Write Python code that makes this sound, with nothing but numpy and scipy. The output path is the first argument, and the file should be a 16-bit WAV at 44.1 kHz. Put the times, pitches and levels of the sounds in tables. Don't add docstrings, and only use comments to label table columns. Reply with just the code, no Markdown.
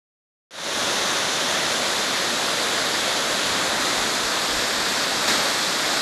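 import sys
import numpy as np
from scipy import signal
from scipy.fft import rfft, irfft
from scipy.io import wavfile
from scipy.ndimage import uniform_filter1d, map_coordinates

SR = 44100
rng = np.random.default_rng(int(sys.argv[2]) if len(sys.argv) > 2 else 0)


def log_audio(samples):
    frames = np.atleast_2d(samples).T
    limited = np.clip(frames, -1, 1)
    pcm = np.round(limited * 32767).astype(np.int16)
    wavfile.write(sys.argv[1], SR, pcm)


N = 265129
TIME = np.arange(N) / SR
FREQ = np.maximum(np.fft.rfftfreq(N, 1 / SR), 1)


def undb(db):
    return 10 ** (np.asarray(db) / 20)


def unit_rms(x):
    return x / np.sqrt(np.mean(x ** 2))


def filtered(x, gain):
    return irfft(rfft(x) * gain, N)


def lowpass(hz, order):
    return 1 / np.sqrt(1 + (FREQ / hz) ** (2 * order))


def ease(at_s, length_s):
    return .5 + .5 * np.sin(np.pi * np.clip((TIME - at_s) / length_s, -.5, .5))


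def bump(at_s, sigma_s):
    return np.exp(-.5 * ((TIME - at_s) / sigma_s) ** 2)


def waver(per_s):
    hold = max(int(SR / per_s), 1)
    steps = rng.standard_normal(2048)[np.arange(N) // hold % 2048]
    ramps = uniform_filter1d(steps, hold, mode="constant")
    return np.sqrt(2) * uniform_filter1d(ramps, hold, mode="constant")


def eddies(top_hz):
    band = lowpass(top_hz, order=3) * (1 - lowpass(top_hz / 4, order=2))
    return unit_rms(filtered(rng.standard_normal(N), band))


# (time [s], half-width [s], level [dB], top frequency [Hz])
WIND_PUFFS = [(3.492, 0.03, -41, 150), (4.005, 0.05, -45.5, 75)]

def wind(calm_db=-75, breeze_db=-64, gust_db=7.0):
    level_db = calm_db + (breeze_db - calm_db) * ease(at_s=3.8, length_s=.4)
    breeze = eddies(top_hz=65) * undb(level_db + gust_db * waver(per_s=14))
    puffs = sum(eddies(hz) * undb(db) * bump(at_s, sigma_s) for at_s, sigma_s, db, hz in WIND_PUFFS)
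    return breeze + puffs


# (time [s], echo lag [ms], echo level [dB])
ROADSIDE_SPOTS = [(0, 0.303, -12), (1.7, 0.28, -14), (4.35, 0.26, -14)]

def near_reflection(sound, treble_hz=2900, move_s=.5):
    spots = np.array(ROADSIDE_SPOTS)
    moves = sum(np.outer(new[1:] - old[1:], ease(new[0], move_s)) for old, new in zip(spots, spots[1:]))
    lag_ms, echo_db = spots[0, 1:, None] + moves
    treble = filtered(sound, 1 - lowpass(treble_hz, order=4))
    echo = map_coordinates(treble, [np.arange(N) - lag_ms * SR / 1000], order=3, mode="nearest")
    return sound + undb(echo_db) * echo


# (start [s], end [s], centre [Hz], width [Hz], gain [dB])
ROADSIDE_COLOURS = [(0, 3.5, 555, 90, 2.6), (0, 1.8, 3500, 550, 1.1), (0, 1.65, 6100, 800, 1.3),
                    (2.6, 4.3, 5650, 1400, -1.2), (3.7, 6.5, 3050, 700, -2), (4.2, 6.5, 1750, 500, 0.8),
                    (4.35, 6.5, 10200, 470, -11)]

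def roadside_colour(sound, fade_s=.66):
    for start_s, end_s, hz, width_hz, db in ROADSIDE_COLOURS:
        presence = ease(start_s, fade_s) - ease(end_s, fade_s)
        resonance = 1 / (1 + 1j * (FREQ - hz ** 2 / FREQ) / width_hz)
        sound = sound + (undb(db) - 1) * filtered(sound, resonance) * presence
    return sound


def splashes(per_s, spread_db):
    hits = rng.random(N) < per_s / SR
    return unit_rms(hits * rng.choice([-1, 1], N) * undb(spread_db * rng.uniform(-0.88, 1, N)))


# (frequency [Hz], relative level [dB])
ROAR_SPECTRUM = [(25, -42), (60, -20), (85, -13), (125, -10.5), (205, -3.5), (310, -1.7), (420, -2.5),
                 (610, -0.1), (750, -2), (1000, -2), (1400, -0.84), (1820, -1.8), (2350, -5.5), (2700, -6),
                 (2920, -6.5), (3300, -3.5), (3700, -2.5), (4300, -4), (5400, -5.5), (6800, -9.5),
                 (8400, -14.5), (9300, -15.5), (11600, -19.5), (14000, -34)]

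def waterfall(level_db=-22.5, roar_db_per_s=-0.1034, spray_db_per_s=.41, spray_hz=3000):
    impacts = rng.standard_normal(N) + undb(-8) * splashes(per_s=3500, spread_db=6)
    hz, db = np.transpose(ROAR_SPECTRUM)
    spectrum = rfft(impacts) * undb(np.interp(np.log(FREQ), np.log(hz), db))
    surge_db = .14 * waver(per_s=10)
    plunge_db = .16 * waver(per_s=14)
    spray_db = .16 * waver(per_s=14)
    swell_db = 1.6 * bump(at_s=3.78, sigma_s=.18)
    hiss_db = spray_db_per_s * (TIME - TIME.mean())
    roar = 0
    for centre_hz in 20 * 2 ** np.arange(0, 10, .5):
        bubbles = irfft(spectrum * np.maximum(1 - 2 * np.abs(np.log2(FREQ / centre_hz)), 0), N)
        spray_share = 1 / (1 + (spray_hz / centre_hz) ** 2)
        sheet_db = np.sqrt(1 - spray_share) * plunge_db + np.sqrt(spray_share) * spray_db
        flicker_db = .4 * waver(per_s=18)
        drift_db = spray_share * hiss_db + (1 - spray_share) * swell_db
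        roar = roar + bubbles * undb(surge_db + sheet_db + flicker_db + drift_db)
    return unit_rms(roar) * undb(level_db + roar_db_per_s * TIME)


def scene():
    mono = roadside_colour(near_reflection(waterfall())) + wind()
    return np.array([mono, mono])


def record(dry, fade_at_s=.508, fade_s=.34, jump_at_s=5.273, rise_s=.009, decay_s=.095, top_hz=14400):
    fade = (TIME >= fade_at_s) * np.clip(.06 + (TIME - fade_at_s) / fade_s, 0, 1)
    since_s = np.maximum(TIME - jump_at_s, 0)
    jump_db = 6.9 * (1 - np.exp(-since_s / rise_s)) * np.exp(-since_s / decay_s)
    treble_cut = signal.ellip(10, .1, 80, top_hz, fs=SR, output="sos")
    return signal.sosfilt(treble_cut, dry * fade * undb(jump_db))


dry = scene()
out = record(dry)
log_audio(out)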